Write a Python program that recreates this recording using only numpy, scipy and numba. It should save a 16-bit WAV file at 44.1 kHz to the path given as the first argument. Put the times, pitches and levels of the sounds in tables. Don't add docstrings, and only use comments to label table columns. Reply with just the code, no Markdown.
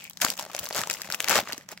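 import sys
import numpy as np
from scipy import signal
from scipy.fft import rfft, irfft
from scipy.io import wavfile
from numba import njit

SR = 44100
rng = np.random.default_rng(int(sys.argv[2]) if len(sys.argv) > 2 else 0)


def store_wav(level_fs):
    pcm = np.round(np.clip(np.atleast_2d(level_fs), -1, 1) * 32767)
    wavfile.write(sys.argv[1], SR, pcm.T.astype(np.int16))


def level_to_linear(level):
    exponent = np.asarray(level, float) / 20
    return 10 ** exponent


N = 79380


def curve_db(points, hz):
    corner_hz, level_db = np.array(points).T
    return np.interp(np.log(np.maximum(hz, 1)), np.log(corner_hz), level_db)


# (frequency [Hz], level [dB])
ROOM_SPECTRUM = [(25, -1), (70, -7), (200, -1), (340, -19), (1000, -24), (2000, -22), (9300, -43),
                 (16000, -40)]
ROOM_DB = -59.5
HUM_HZ, HUM_WIDTH_HZ, HUM_DB = 182, 9, -64


def room_tone():
    hz = np.arange(N // 2 + 1) * SR / N
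    middle, side, hum = rfft(rng.standard_normal((3, N)))
    width = np.clip(hz / 2000, .35, 1) * np.array([[1], [-1]])
    air = irfft((middle + width * side) * level_to_linear(curve_db(ROOM_SPECTRUM, hz)), N)
    hum = irfft(hum / (1 + ((hz - HUM_HZ) / HUM_WIDTH_HZ) ** 2), N)
    return air * level_to_linear(ROOM_DB) / air.mean(0).std() + hum * level_to_linear(HUM_DB) / hum.std()


@njit
def ring(at, hz, cycles, size, phase, n, sr):
    y = np.zeros(n)
    for g in range(len(at)):
        s = 2j * np.pi * hz[g] / sr - 2.3 * hz[g] / (cycles[g] * sr)
        first = int(at[g] * sr) + 1
        z = size[g] * np.exp(1j * phase[g] + s * (first - at[g] * sr))
        turn = np.exp(s)
        last = min(n, first + int(3 * cycles[g] * sr / hz[g]))
        for j in range(max(first, 0), last):
            y[j] += z.imag * min(1., (j - first + 1) / 4)
            z *= turn
    return y


# (time [s], left minus right level [dB])
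HANDS = [
    (0, 4),
    (.6, 2),
    (1.3, 4),
    (1.55, 0),
]
PORT_LAG_S, ALIKE_HZ = .00004, 3100


def ports(at, hz, cycles, db):
    at, hz, cycles, db = (np.ravel(v) * 1. for v in np.broadcast_arrays(at, hz, cycles, db))
    size_luck, phase, phase_luck = rng.standard_normal((len(at), 3)).T
    unlike = np.clip(hz / ALIKE_HZ, 0, 3)
    pan_db = np.interp(at, *np.array(HANDS).T) + 1.5 * unlike * size_luck.clip(-2, 2)
    hz = np.clip(hz, 30, .42 * SR)
    left_phase = 2 * phase
    right_phase = left_phase + 1.55 * unlike * phase_luck
    left = ring(at, hz, cycles, level_to_linear(db + pan_db / 2), left_phase, N, 1. * SR)
    right = ring(at + PORT_LAG_S, hz, cycles, level_to_linear(db - pan_db / 2), right_phase, N, 1. * SR)
    return np.array([left, right])


# (time [s], peak level [dB], pitch [Hz])
THUMPS = [
    (0.247, -22, 292),
    (0.288, -31, 197),
    (0.603, -39, 75.4),
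    (1.09, -33.5, 167),
    (1.303, -30, 288),
    (1.386, -29.5, 116.5),
    (1.426, -32, 227),
    (1.533, -32.5, 258),
    (1.58, -35.5, 280),
    (0.814, -38, 113),
]


def thumps():
    at, db, hz = np.array(THUMPS).T
    return ports(at[:, None], hz[:, None] * [1, 1.6], 2.8, db[:, None] - [1.5, 7])


BODY_CYCLES, TREBLE_CYCLES, SIDE_MODE_DB = 3.4, 5.22, -11


def click(at, db, hz, treble_db):
    u = rng.random((len(at), 20))
    at, db, hz, treble_db = (v[:, None] for v in (at, db, hz, treble_db))
    body = ports(at, hz, BODY_CYCLES, db - 1.0)

    side_hz = 600 * 8.67 ** u[:, 3:6]
    side_db = db + SIDE_MODE_DB - 6 * u[:, 6:9]
    neighbours = ports(at + 0.00034 * u[:, :3], side_hz, BODY_CYCLES, side_db)

    step = np.arange(6)
    top_hz = 4600 + 1900 * (step + u[:, 14:20])
    lean_db = np.clip(treble_db - db - 3, 0, 12) * 0.23 * (step - 3)
    top_db = treble_db - 9 * u[:, 2:8] + lean_db
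    return body + neighbours + ports(at + 0.00037 * u[:, 9:15], top_hz, TREBLE_CYCLES, top_db)


# (time [s], crackle level [dB])
EFFORT = [
    [(0, -57.5), (.11, -64.5), (.16, -70), (.208, -55.5), (.217, -32), (.27, -36.5), (.32, -39),
     (.36, -58.5), (.40, -41.5)],
    [(.48, -61), (.56, -47.5), (.62, -50.5), (.66, -47), (.69, -58), (.74, -42), (.775, -35), (.82, -37.5),
     (.86, -52)],
    [(.93, -46), (.99, -52), (1.18, -51), (1.272, -44.5), (1.30, -29), (1.39, -29), (1.41, -40),
     (1.45, -49)],
    [(1.53, -49), (1.6, -56), (1.67, -70), (1.72, -47), (1.76, -66.5), (1.8, -64)],
]
# (time [s], tilt to the body [dB])
DULL = [(0, 0.5), (.25, 0.5), (.45, 3.5), (.82, 3.5), (1.0, 2.5), (1.35, 5.5), (1.8, 4)]
CRACKLE_PER_S, CRACKLE_SPREAD_DB = 2200, 2.8
CLUSTERS_PER_S, CLUSTER_DB = 130, 2.1


def crackle():
    effort = np.concatenate([np.array(e) for e in EFFORT])
    u = rng.random((5000, 4))
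    at = np.cumsum(-np.log(1 - u[:, 0])) / CRACKLE_PER_S
    cluster = np.interp(at * CLUSTERS_PER_S, np.arange(600), rng.standard_normal(600))
    db = np.interp(at, *effort.T)
    db = db + CLUSTER_DB * cluster * np.clip(-(db + 9) / 20, .3, 1.5)
    db = db - CRACKLE_SPREAD_DB * np.log(1 - .98 * u[:, 1])
    dull = np.interp(at, *np.array(DULL).T)
    handling = ports(at[::9], 150 * 3.25 ** u[::9, 3], BODY_CYCLES, db[::9] - 9.5)
    hz = 520 * 7.54 ** u[:, 2] ** 1.466
    return handling + click(at, db + dull, hz, db - dull + 7.0 - 9 * u[:, 3])


# (time [s], peak level [dB])
SLIPS = [(0.0012, -40.5), (0.0068, -36), (0.0114, -38), (0.0189, -45), (0.0222, -37), (0.0265, -42),
         (0.0308, -39), (0.0344, -46), (0.038, -47), (0.0412, -42), (0.0454, -43), (0.052, -34),
         (0.059, -37), (0.0657, -37), (0.0717, -41), (0.0776, -36), (0.0867, -48.5)]
CREAK_HZ, CREAK_SAG_HZ_PER_S, CREAK_CYCLES, CREAK_DB = 2600, 3600, 6.0, -0.5


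def creak():
    at, db = np.array(SLIPS).T[:, :, None]
    db = db + CREAK_DB
    detune = 1 + 0.037 * rng.standard_normal((len(at), 2))
    hz = (CREAK_HZ - CREAK_SAG_HZ_PER_S * at) * detune
    rasp = ports(at + [0, 0.0004], hz, CREAK_CYCLES, db)
    return rasp + ports(at, [3360, 4950, 6700, 8100], 5.8, db - 9.5)


# (time [s], peak level [dB], body pitch [Hz], treble level [dB])
TICKS = [(0.1026, -42, 2980, -51), (.1085, -38, 3200, -38), (0.369, -42, 1380, -33), (.4100, -30, 900, -29),
         (.4389, -34, 690, -35), (.4510, -31.5, 775, -33.5), (.4630, -31, 780, -40),
         (0.4658, -34.5, 766, -50), (.4788, -42, 950, -53), (.4876, -48, 2750, -47),
         (.4985, -31.5, 814, -53), (0.5004, -33, 890, -45), (.5054, -36, 990, -46),
         (0.5152, -33, 1800, -36), (0.5796, -29, 1650, -39), (.6313, -44, 4440, -31),
         (0.641, -41, 690, -27), (.6633, -29.5, 4180, -27), (0.6699, -28, 1120, -34),
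         (.7550, -22, 600, -26), (0.779, -25.5, 1360, -20), (.7852, -20, 645, -26),
         (0.808, -25, 1270, -24.5), (.8590, -31, 640, -50), (0.8954, -28.5, 576, -47),
         (0.915, -25, 4260, -28), (.9480, -31, 2020, -34), (.9551, -47, 2100, -30.5),
         (0.9758, -46, 605, -38), (0.998, -32, 1210, -57), (1.0100, -35, 1490, -43),
         (1.0340, -36, 2520, -41), (1.0736, -37, 1580, -38), (1.0880, -31, 794, -44),
         (1.1987, -31, 1410, -35), (1.2165, -40, 2400, -28), (1.2236, -49, 900, -29),
         (1.2779, -20.5, 1850, -33), (1.3014, -17.5, 740, -13), (1.329, -17, 910, -19.5),
         (1.3402, -15.5, 1680, -30), (1.3722, -19, 1250, -18), (1.4665, -40, 2750, -50),
         (1.4930, -26, 724, -47), (1.4994, -26, 1500, -39), (1.5682, -41, 775, -44),
         (1.7170, -33.5, 1800, -28), (1.7803, -52, 4390, -52)]
TICK_DB, TICK_TREBLE_DB = 3.5, 3.5


def ticks():
    at, db, hz, treble = np.array(TICKS).T
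    db, treble = db + TICK_DB, treble + TICK_TREBLE_DB
    u = rng.random((len(at), 2)).T
    gap = 0.000626 + 0.001444 * u[0]
    second = click(at + gap, db - 3.0, hz * 2.17 ** (u[1] - .5), treble - 7.0)
    return click(at, db, hz, treble) + second


# (time [s], peak level [dB], body pitch [Hz], treble level [dB])
SNAPS_TEAR = [(0.0415, -48, 1130, -22), (0.098, -42, 2950, -20), (0.1332, -40.5, 4400, -32.5),
              (0.1726, -27, 4100, -29), (0.202, -28.5, 1590, -31.5), (0.2152, -16, 3000, -8),
              (0.2179, -11.5, 1820, -4), (0.222, -12, 1470, -13), (0.231, -16, 1810, -67),
              (0.2468, -8.5, 1425, -27), (0.2489, -11, 1010, -3), (0.2647, -13, 1480, -38),
              (0.2845, -16.5, 2840, -25), (0.3025, -14, 4270, -8), (0.377, -28, 2810, -21.5),
              (0.3905, -19, 3900, -23), (0.3953, -15.5, 920, -15.5), (0.4253, -29, 820, -23.5)]
SNAPS_FOLD = [(0.5333, -31.5, 1340, -28), (0.5488, -15, 720, -15.5), (0.5649, -24.5, 2500, -19),
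              (0.5905, -18.5, 3100, -17), (0.5944, -33, 2930, -8.5), (0.6451, -53, 760, -20),
              (0.656, -26.5, 2850, -19), (0.6887, -26, 4200, -17), (0.7036, -28.5, 1800, -24),
              (0.7087, -16, 710, -44), (0.7272, -21, 4300, -22), (0.7332, -38, 2370, -22),
              (0.7478, -27, 4170, -17.5), (0.7633, -23, 960, -10), (0.8156, -15.5, 1650, -15),
              (0.8362, -12.5, 1250, -22), (0.873, -18.5, 890, -14), (0.8994, -10.5, 2550, -11.5),
              (0.9107, -15.5, 1900, -13), (0.93, -27, 2480, -15), (0.9389, -24.5, 2940, -15),
              (0.9698, -27, 2710, -35), (1.0177, -21, 1770, -16), (1.0458, -30.5, 1860, -33)]
SNAPS_PULL = [(1.1016, -14.5, 1470, -17), (1.1151, -19.5, 2770, -26), (1.1236, -17.5, 4300, -15),
              (1.1385, -17.5, 1350, -22), (1.1456, -11, 2460, -15), (1.1491, -41, 4400, -12),
              (1.2038, -11.5, 2810, -10.5), (1.2266, -25, 3260, -21), (1.2439, -13.5, 2400, -16),
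              (1.2847, -13, 1670, -10), (1.2956, -15, 2550, -2), (1.3101, -5.5, 1360, -11),
              (1.3177, -9, 800, -9.5), (1.3221, -12.5, 2360, -26), (1.3475, -22, 720, -11.5),
              (1.3565, -7, 1720, -7.5), (1.3647, -5.5, 1190, -12), (1.3797, -8, 1480, -13),
              (1.3888, -5, 724, -28), (1.4037, -31, 1260, -15)]
SNAPS_END = [(1.4741, -17.5, 1280, -39), (1.4877, -27, 1580, -20.5), (1.504, -21.5, 1560, -32),
             (1.514, -22.5, 980, -39), (1.5241, -17, 2750, -20.5), (1.5309, -14, 4450, -20.5),
             (1.579, -28.5, 1700, -20.5), (1.6108, -34, 1930, -55), (1.6891, -26.5, 1810, -23),
             (1.7223, -33, 482, -31.5), (1.7258, -25, 650, -35), (1.7758, -28.5, 2070, -31)]
TREBLE_DB = -2
RATTLE_S, RATTLE_DB, RATTLE_LEAD_S = 0.0031, -11, 0.001232


def snaps():
    at, db, hz, treble = np.array(SNAPS_TEAR + SNAPS_FOLD + SNAPS_PULL + SNAPS_END).T
    treble = treble + TREBLE_DB
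    u = rng.random((len(at), 6, 3))
    late = -RATTLE_S * np.log(1 - u[..., 0]) - RATTLE_LEAD_S
    fall = RATTLE_DB - 7 * u[..., 1] - 900 * abs(late)
    rattle_at = (at[:, None] + late).ravel()
    rattle_db = (db[:, None] + fall).ravel()
    rattle_hz = (hz[:, None] * 2.0 ** (u[..., 2] - .5)).ravel()
    rattle_treble = (treble[:, None] + fall).ravel()
    return click(at, db, hz, treble) + click(rattle_at, rattle_db, rattle_hz, rattle_treble)


# (frequency [Hz], level [dB])
MIC_TONE = [(300, -5), (700, -6.5), (2500, 2.5), (4000, 5), (7600, 5.5), (9300, -5), (11000, 1.5),
            (15500, 2.5)]


def through_mic(x):
    log_gain = curve_db(MIC_TONE, np.arange(513) * SR / 1024) * np.log(10) / 20
    cepstrum = irfft(log_gain)
    cepstrum[1:512] *= 2
    cepstrum[513:] = 0
    impulse = irfft(np.exp(rfft(cepstrum)))
    return signal.fftconvolve(x, impulse[None], axes=1)[:, :N]


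def room_echo(x):
    t60_s, echo_db = .14, -17
    t = np.arange(8000) / SR
    tail = rng.standard_normal((2, 8000)) * level_to_linear(-60 * t / t60_s) * (t > .003)
    tail = tail / np.sqrt((tail ** 2).sum(1, keepdims=True))
    return level_to_linear(echo_db) * signal.fftconvolve(x, tail, axes=1)[:, :N]


def scene():
    foil = through_mic(creak() + crackle() + ticks() + snaps())
    return room_tone() + thumps() + foil + room_echo(foil)


def roll_off(x):
    return signal.sosfilt(signal.butter(12, 16970, fs=SR, output="sos"), x)


def record(dry):
    low_cut = signal.butter(2, 90, "high", fs=SR, output="sos")
    top_cut = signal.ellip(8, .5, 30, 15850, fs=SR, output="sos")
    mix = signal.sosfilt(np.vstack([low_cut, top_cut]), np.tanh(dry))
    return roll_off(mix)


dry = scene()
out = record(dry)
store_wav(out)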